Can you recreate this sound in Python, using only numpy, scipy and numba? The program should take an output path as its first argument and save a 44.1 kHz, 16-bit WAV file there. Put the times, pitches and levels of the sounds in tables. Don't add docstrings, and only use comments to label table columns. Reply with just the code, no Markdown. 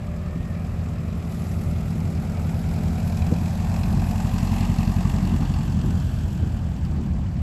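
import sys
import numpy as np
from scipy import signal
from scipy.fft import rfft, irfft, next_fast_len
from scipy.io import wavfile
from scipy.ndimage import uniform_filter1d
from numba import njit

SR = 44100
rng = np.random.default_rng(int(sys.argv[2]) if len(sys.argv) > 2 else 0)


def unload_audio(sound):
    columns = np.transpose(np.atleast_2d(sound))
    steps = np.round(np.clip(columns, -1, 1) * 32767)
    wavfile.write(sys.argv[1], SR, steps.astype(np.int16))


N = 327203
T = np.arange(N) / SR

# relative level in dB from ahead, from abeam, from behind.
EXHAUST_NOTE = [(-26, -31, -34), (-14, 0, -7), (-17, -12, -9), (-19, -14, -13), (-12, -7, -5), (0, -1, 0),
                (-2, -8, -12), (-15, -15, -20), (-9, -13, -11), (-5, -4, -8), (-18, -9, -18),
                (-15, -13, -15), (-7, -12, -9), (0, -5, -8), (-8, -12, -11), (-28, -15, -21),
                (-10, -9, -15), (-17, -8, -13), (-5, -18, -14), (-23, -20, -24), (-16, -25, -25),
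                (-20, -22, -31), (-24, -28, -20), (-28, -21, -35), (-27, -47, -32), (-32, -27, -36)]
LOWEST_MULTIPLE = 3
MUFFLER_SMEAR = (.55, .09, .4)
# level in dB from ahead, from abeam, from behind,
# then the loss in dB per doubling of distance.
EXHAUST_BEAM = (-17, -21, -21, 4.5)


def exhaust(cycle, kick_place=0.1971):
    aspect = side_shown()
    place = cycle - kick_place + .001 * walk(25)
    note = 0
    for side, levels_db in enumerate(np.transpose(EXHAUST_NOTE)):
        wave = ring(levels_db, MUFFLER_SMEAR[side])
        share = np.maximum(1 - abs(aspect - side), 0)
        wave_place = np.arange(len(wave)) / len(wave)
        note = note - share * np.interp(place, wave_place, wave, period=1)
    return note * undb(passing(EXHAUST_BEAM) + .5 * walk(38))


def ring(levels_db, smear, size=512):
    k = np.arange(size // 2 + 1)
    multiples = LOWEST_MULTIPLE + np.arange(len(levels_db))
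    outside = np.maximum(k - multiples[-1], 0) + np.maximum(multiples[0] - k, 0)
    level_db = np.interp(k, multiples, levels_db) - np.minimum(outside, 20)
    cepstrum = irfft(np.log(undb(level_db)))
    cepstrum[1:size // 2] *= 2
    cepstrum[size // 2 + 1:] = 0
    dispersion = np.exp(-1j * np.pi * smear * (k - 10) ** 2 / 10)
    audible = (k > 1) * (outside < 20)
    return unit(irfft(np.exp(rfft(cepstrum)) * dispersion * audible))


THUD_PLACE, THUD_HZ, THUD_DB, THUD_ASPECT, THUD_WIDTH = .251, 175, -19, .7, .16


def thud(cycle):
    age_s = (cycle % 1 - THUD_PLACE) / engine_speed()
    facing = np.exp(-((side_shown() - THUD_ASPECT) / THUD_WIDTH) ** 2)
    push = -undb(THUD_DB) * facing * swing(age_s, THUD_HZ)
    return signal.sosfiltfilt(signal.butter(6, 270, fs=SR, output="sos"), push)


# time in seconds, peak of the swing in dB before the high-pass, its pitch in Hz,
# level of the gruff puff in dB.
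EXHAUST_POPS = [(.362, -21, 140, -50), (1.96, -18, 140, -48), (3.3255, -9, 135, -26.5),
                (3.424, -23, 230, -40), (5.41, -16, 130, -44), (5.424, -15, 120, -44),
                (5.848, -17, 130, -42), (6.436, -18, 110, -42)]


def pops(tail_s=.013, crack_hz=330, crack_lead_s=.0038, crack_db=8):
    swings, puff = np.zeros(N), np.zeros(N)
    for s, db, hz, puff_db in EXHAUST_POPS:
        swings += undb(db) * swing(T - s, hz)
        swings += undb(puff_db + crack_db) * swing(T - s + crack_lead_s, crack_hz)
        puff += undb(puff_db) * np.exp(-np.minimum(abs(T - s) / tail_s, 20))
    gruff = colour(noise(), [(50, -6), (140, -6), (280, -2), (450, -2), (580, -6), (780, -23), (1500, -52)])
    high_pass = signal.butter(2, 30, "high", fs=SR, output="sos")
    return signal.sosfilt(high_pass, swings) + puff * gruff


# level in dB from ahead, from abeam, from behind,
# then the loss in dB per doubling of distance.
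BARK_BEAM = (-46, -44.5, -51.5, 5.5)


def bark(cycle, crack_length=.002, crack_delay=.02, crack_share=.62, gas_pulse=4):
    crack = resonate(puffs(cycle - crack_delay, crack_length))
    gas = resonate(pulsing(cycle, gas_pulse))
    return ground(crack_share * crack + gas) * undb(passing(BARK_BEAM))


# place in the cycle (0-1), relative level in dB.
CYLINDERS = [(.185, 3), (.425, 2), (.682, 5.5), (.915, 2)]


def puffs(cycle, length=.037, scatter_db=1.8, jitter=.003):
    chance = rng.standard_normal((100, len(CYLINDERS)))
    envelope = 0
    for k, (place, db) in enumerate(CYLINDERS):
        turn, age = np.divmod(cycle - place + 1 + jitter * walk(10.1), 1)
        level = undb(db + scatter_db * chance[turn.astype(int), k])
        envelope = envelope + level * age / length * np.exp(-age / length)
    return unit(envelope)


def pulsing(cycle, depth):
    return noise() * np.sqrt((1 + (depth * puffs(cycle)) ** 2) / (1 + depth ** 2))


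# centre in Hz from ahead, abeam, behind; relative level in dB
# from ahead, abeam, behind; width in Hz of each of the two filter passes.
PIPE_RESONANCES = [(715, 780, 720, 1, -1, 0, 200), (950, 1130, 1000, -12, -9, -12, 220),
                   (1270, 1740, 1600, -11, -9, -12, 280), (2400, 2720, 2650, -2.5, -5, -18, 420),
                   (3350, 3300, 2950, -13, -10, -4, 340), (3750, 4480, 4650, -9, -9, -6, 320),
                   (5050, 5050, 5200, -8, -14, -14, 420)]


def resonate(x):
    aspect = side_shown()
    out = 0
    for *sides, width in PIPE_RESONANCES:
        sides_hz, sides_db = np.reshape(sides, (2, -1))
        hz = np.interp(aspect, np.arange(len(sides_hz)), sides_hz)
        db = np.interp(aspect, np.arange(len(sides_db)), sides_db)
        once = band(x, hz, float(width))
        out = out + undb(db) * band(once, hz, float(width))
    return unit(out)


@njit
def band(x, hz, width):
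    y, b, l = np.empty(len(x)), 0., 0.
    for i in range(len(x)):
        g, k = np.tan(np.pi * hz[i] / SR), width / hz[i]
        v = (b + g * (x[i] - l)) / (1 + g * (g + k))
        b, l, y[i] = 2 * v - b, l + 2 * g * v, k * v
    return y


# level in dB from ahead, from abeam, from behind,
# then the loss in dB per doubling of distance.
SLIPSTREAM_BEAM = (-37, -41, -41.5, 4)
CHUFF_BEAM = (-45.5, -46, -49, 2)
HISS_BEAM = (-42, -47, -48, 6.5)
AIR_BEAM = (-46, -55, -58, 7.5)
# frequency in Hz, relative level in dB per Hz.
SLIPSTREAM_COLOUR = [(150, -45), (330, -4), (480, 2), (720, 1), (950, -6.5), (1280, -6.5), (1600, -19),
                     (2500, -56)]
CHUFF_COLOUR = [(600, -1.5), (1100, 6), (1550, 0), (1900, 1.5), (2550, -0.5), (3100, -6.5), (3700, -9.5),
                (5000, -16), (9000, -43)]
RASP_COLOUR = [(600, -3), (1100, 0.5), (1550, 9), (2000, -7.5), (2500, -0.5), (3100, 0), (3450, -2),
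               (3900, -12.5), (4600, -12), (5200, -22), (6500, -26.5)]
HISS_COLOUR = [(2000, 3), (3400, -1), (4300, 2), (5200, 1.5), (6300, 0), (7800, 3.5), (8900, -8.5),
               (10000, -58), (14000, -38)]
AIR_COLOUR = [(7000, -2.5), (9000, -2.5), (9900, 2), (11000, 6.5), (12500, 5.5), (14000, -6.5)]
# start in seconds, rise time in seconds, rise of the hiss in dB, rise of the air in dB.
TREBLE_FLARES = [(1.26, .16, 3, 7), (5.82, 0.25, 1.5, 4)]
RASP_ASPECT, RASP_WIDTH = 1.57, 0.61


def airframe(cycle, slip_pulse=0.28, chuff_pulse=0.33, hiss_pulse=0.77, air_pulse=0.6):
    slip_db, chuff_db = passing(SLIPSTREAM_BEAM), passing(CHUFF_BEAM)
    hiss_db, air_db = passing(HISS_BEAM), passing(AIR_BEAM)
    for s, rise_s, hiss_rise_db, air_rise_db in TREBLE_FLARES:
        hiss_db = hiss_db + hiss_rise_db * flare(s, rise_s)
        air_db = air_db + air_rise_db * flare(s, rise_s)
    near = np.sqrt(undb(chuff_db - chuff_db.max()))
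    slip = colour(pulsing(cycle, slip_pulse * near), SLIPSTREAM_COLOUR) * undb(0.29 * walk(21))
    chuff = colour(pulsing(cycle, chuff_pulse * near), CHUFF_COLOUR)
    hiss = colour(pulsing(cycle, hiss_pulse * near), HISS_COLOUR)
    rasp = colour(pulsing(cycle, chuff_pulse * near), RASP_COLOUR)
    air = colour(pulsing(cycle, air_pulse * near), AIR_COLOUR) * undb(air_db + 1.0 * walk(42))
    behind = np.exp(-((side_shown() - RASP_ASPECT) / RASP_WIDTH) ** 2)
    chuff = np.sqrt(1 - behind) * chuff + np.sqrt(behind) * rasp
    low = ground(slip) * undb(slip_db) + ground(chuff) * undb(chuff_db)
    return low + hiss * undb(hiss_db) + air


def flare(s, rise_s):
    age = np.maximum(T - s, 0) / rise_s
    return age * np.exp(1 - age)


# time in seconds, lag in ms, strength (0-1) at the closest distance
GROUND_REFLECTION = [(0, 1.72, .55), (1.2, 1.58, .55), (2.5, 1.33, .55), (3.8, 1.16, .65), (4.6, 1.06, .65),
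                     (5.4, 1.05, .65), (6.1, 1.1, .45), (7.42, 1.15, .35)]
GROUND_LOSS_DB, GROUND_TOP_HZ = 3, 2100


def ground(x):
    lag_ms, strength = curves(GROUND_REFLECTION)
    late = np.interp(T - lag_ms / 1000, T, x)
    low_pass = signal.butter(2, GROUND_TOP_HZ, fs=SR, output="sos")
    share = strength * undb(-GROUND_LOSS_DB * doublings())
    return unit(x + share * signal.sosfiltfilt(low_pass, late))


# frequency in Hz, relative level in dB per Hz.
PROPELLER_COLOUR = [(900, -25), (1600, 0), (2100, 3), (2700, 7), (3400, -1), (4300, -3), (5000, -14),
                    (8000, -28)]
PROP_S, PROP_LENGTH_S, PROP_DB = 4.61, 0.096, -45


def propeller(cycle, pulse=0.39):
    edge_on = 1 / (1 + ((T - PROP_S) / PROP_LENGTH_S) ** 2)
    return colour(pulsing(cycle, pulse), PROPELLER_COLOUR) * edge_on * undb(PROP_DB)


def flutter(x, flutter_db=1.1, rate=45):
    size = next_fast_len(N)
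    spectrum = rfft(x, size)
    centres = np.arange(12)
    hz = np.maximum(np.fft.rfftfreq(size, 1 / SR), 1)
    half_octave = np.clip(2 * np.log2(hz / 300), 0, centres[-1])
    out = 0
    for k in centres:
        part = irfft(spectrum * np.maximum(1 - abs(half_octave - k), 0), size)[:N]
        out = out + part * undb(flutter_db * walk(rate))
    return out


# time in seconds, starting level in dB.
PIPE_KNOCKS = [(3.669, -33), (3.762, -31), (3.834, -33), (4.019, -33), (4.199, -32), (4.382, -33),
               (4.532, -33), (5.052, -31), (5.14, -32), (5.423, -33)]


def knocks(decay_s=.008):
    body = colour(noise(), [(500, -6), (800, 0), (1100, 2), (1700, -4), (2600, -18), (5000, -30)])
    return strikes(PIPE_KNOCKS, decay_s) * resonate(body)


# time in seconds, starting level in dB before the halving below.
ENGINE_TICKS = [(3.1218, -35), (3.265, -35), (3.763, -35), (3.8332, -31.5), (3.9266, -34), (3.9954, -33.5),
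                (4.382, -29), (4.5166, -34), (4.5825, -33.5), (4.607, -31), (4.785, -32), (5.539, -33),
                (5.8142, -36), (6.8508, -38)]
# frequency in Hz, relative level in dB per Hz.
TICK_COLOUR = [(600, -11), (2500, 5), (5000, 9), (8000, -6), (9300, -8), (11000, -8), (14000, -26)]


def ticks(decay_s=.005):
    clack = colour(noise(), TICK_COLOUR)
    return strikes(ENGINE_TICKS, decay_s) * unit(clack + resonate(clack)) / 2


# time in seconds, rms level in dB before its random waver.
GEAR_WHINE = [(0, -49.5), (.6, -50.5), (.9, -57), (5, -64), (6.5, -61), (7.42, -61)]


def whine():
    level_db, = curves(GEAR_WHINE)
    return tone(57 * engine_speed(), level_db + 2.2 * walk(9.0))


# time in seconds, rumble in dB, burble in dB, both before the gusts.
ROUGH_AIR = [(0, -34, -40), (1.1, -32.5, -36.5), (2.6, -30.5, -34.5), (3.3, -28, -35.5), (3.7, -31, -36),
             (4.5, -34, -30), (5, -33, -31), (5.6, -27, -30), (6.7, -27, -33.5), (7.42, -25.5, -30)]
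# crest in seconds, half length in seconds, rise of the rumble in dB,
# rise of the burble in dB, buffeting at the crest in dB.
GUSTS = [(.4, .12, 3.5, 4.5, -54), (2.0, .2, 3, 3.5, -60), (3.316, .088, 1, 9, -42),
         (3.97, .16, 7, 7, -40.5), (5.3, .2, 3.5, 6, -45), (5.855, .12, 2, 6.5, -40),
         (6.43, .12, 3.5, 2.5, -42), (7.0, .14, 0, 5, -42)]
# frequency in Hz, relative level in dB per Hz.
RUMBLE_COLOUR = [(15, -43), (28, -9), (42, 10), (80, 15), (120, 8), (150, 5), (250, -90)]
BURBLE_COLOUR = [(90, -65), (140, -2.5), (200, -5), (250, -12.5), (310, -23), (380, -27.5), (480, -50),
                 (900, -115)]
BUFFET_COLOUR = [(180, -20), (270, 0), (340, -2), (420, -9), (560, -28), (900, -60)]


def turbulence():
    rumble_db, burble_db = curves(ROUGH_AIR)
    buffet_level = 0
    for s, length_s, rumble_rise_db, burble_rise_db, buffet_db in GUSTS:
        swell = np.exp(-((T - s) / length_s) ** 2)
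        rumble_db = rumble_db + rumble_rise_db * swell
        burble_db = burble_db + burble_rise_db * swell
        buffet_level = buffet_level + undb(buffet_db) * swell ** 2
    rumble = colour(noise(), RUMBLE_COLOUR) * undb(rumble_db)
    burble = colour(noise(), BURBLE_COLOUR) * undb(burble_db)
    return rumble + burble + colour(noise(), BUFFET_COLOUR) * buffet_level


# time in seconds, pitch in Hz, rms level in dB, both before their random waver.
FAINT_WHISTLE = [(.05, 1660, -62.5), (.27, 1770, -60.5), (.47, 1880, -56), (.62, 1630, -61.5),
                 (.72, 1600, -80)]


def whistle():
    hz, db = curves(FAINT_WHISTLE)
    return tone(hz * (1 + .003 * walk(80)), db + 1.5 * walk(30))


# time in seconds, firing rate in Hz, base level in dB.
DISTANT_DRONE = [(0, 61.9, -49.5), (1.3, 62.2, -48), (2.8, 62.7, -46), (3.8, 62.9, -49.5),
                 (7.42, 62.8, -53)]
# multiple of the firing rate, then dB above the base level at each time above.
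DRONE_HARMONICS = [(1, 0, 0, 0, 0, 0), (2, 0, 0, 0, 0, 0), (4, 1, 2, 2, 2, 2), (5, -7, -2, -8, -4, 0),
                   (6, -2.5, -1.5, -2.8, -7, -7), (7, -10, -7, -4.5, -7, -9)]


def drone(fade_db=1.6):
    hz, db = curves(DISTANT_DRONE)
    times_s = np.transpose(DISTANT_DRONE)[0]
    out = 0
    for multiple, *levels_db in DRONE_HARMONICS:
        harmonic_db = db + np.interp(T, times_s, levels_db) + fade_db * walk(5.6)
        out = out + tone(multiple * hz, harmonic_db)
    return out


# time in seconds, engine cycles a second in Hz; one cycle holds four firings.
ENGINE_SPEED = [(0, 10.42), (1, 10.35), (2.3, 10.18), (3.5, 10.52), (4.4, 11.14), (5.15, 11.32),
                (5.5, 11.12), (7.42, 9.7)]


def engine_speed():
    return curves(ENGINE_SPEED)[0]


# time in seconds, side (0 ahead, 1 abeam, 2 behind).
SIDE_SHOWN = [(0, 0.15), (2.9, 0.056), (4.3, 0.63), (5.2, 0.92), (6, 1.47), (7.42, 2.68)]


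def side_shown():
    return curves(SIDE_SHOWN)[0]


CLOSEST_S, CLOSEST_M, FLIGHT_M_PER_S = 4.786, 14.04, 15.5


def doublings():
    distance_m = np.hypot(CLOSEST_M, FLIGHT_M_PER_S * (T - CLOSEST_S))
    return np.log2(distance_m / CLOSEST_M)


def passing(beam):
    *sides_db, loss_db = beam
    return np.interp(side_shown(), np.arange(len(sides_db)), sides_db) - loss_db * doublings()


def swing(age_s, hz):
    angle = 2 * np.pi * hz * age_s
    return -angle * np.exp((1 - np.minimum(angle ** 2, 200)) / 2)


def strikes(table, decay_s):
    envelope = np.zeros(N)
    for s, db in table:
        during = slice(int(s * SR) + 1, int(s * SR) + SR // 10)
        envelope[during] += undb(db) * np.exp((s - T[during]) / decay_s)
    return envelope


def tone(hz, db):
    return np.sqrt(2) * undb(db) * np.sin(2 * np.pi * np.cumsum(hz) / SR)


def noise():
    return rng.standard_normal(N)


def walk(rate):
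    k = max(int(SR / rate), 1)
    once = uniform_filter1d(noise(), k, mode="wrap")
    return unit(uniform_filter1d(once, k, mode="wrap"))


def colour(x, points):
    hz, db = np.transpose(points)
    size = next_fast_len(N)
    f = np.maximum(np.fft.rfftfreq(size, 1 / SR), 1)
    gain = undb(np.interp(np.log(f), np.log(hz), db))
    return unit(irfft(rfft(x, size) * gain, size)[:N])


def curves(table):
    s, *columns = np.transpose(table)
    return [np.interp(T, s, c) for c in columns]


def undb(db):
    return 10 ** (np.asarray(db) / 20)


def unit(x):
    return x / np.sqrt(np.mean(x ** 2))


def scene():
    cycle = np.cumsum(engine_speed()) / SR
    pulses = exhaust(cycle) + thud(cycle)
    breath = flutter(bark(cycle) + airframe(cycle) + propeller(cycle))
    plane = pulses + breath + knocks() + pops() + ticks() + whine()
    return (plane + turbulence() + whistle() + drone())[None]


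def record(dry):
    return signal.sosfilt(signal.ellip(10, .2, 80, 13900, fs=SR, output="sos"), dry)


dry = scene()
out = record(dry)
unload_audio(out)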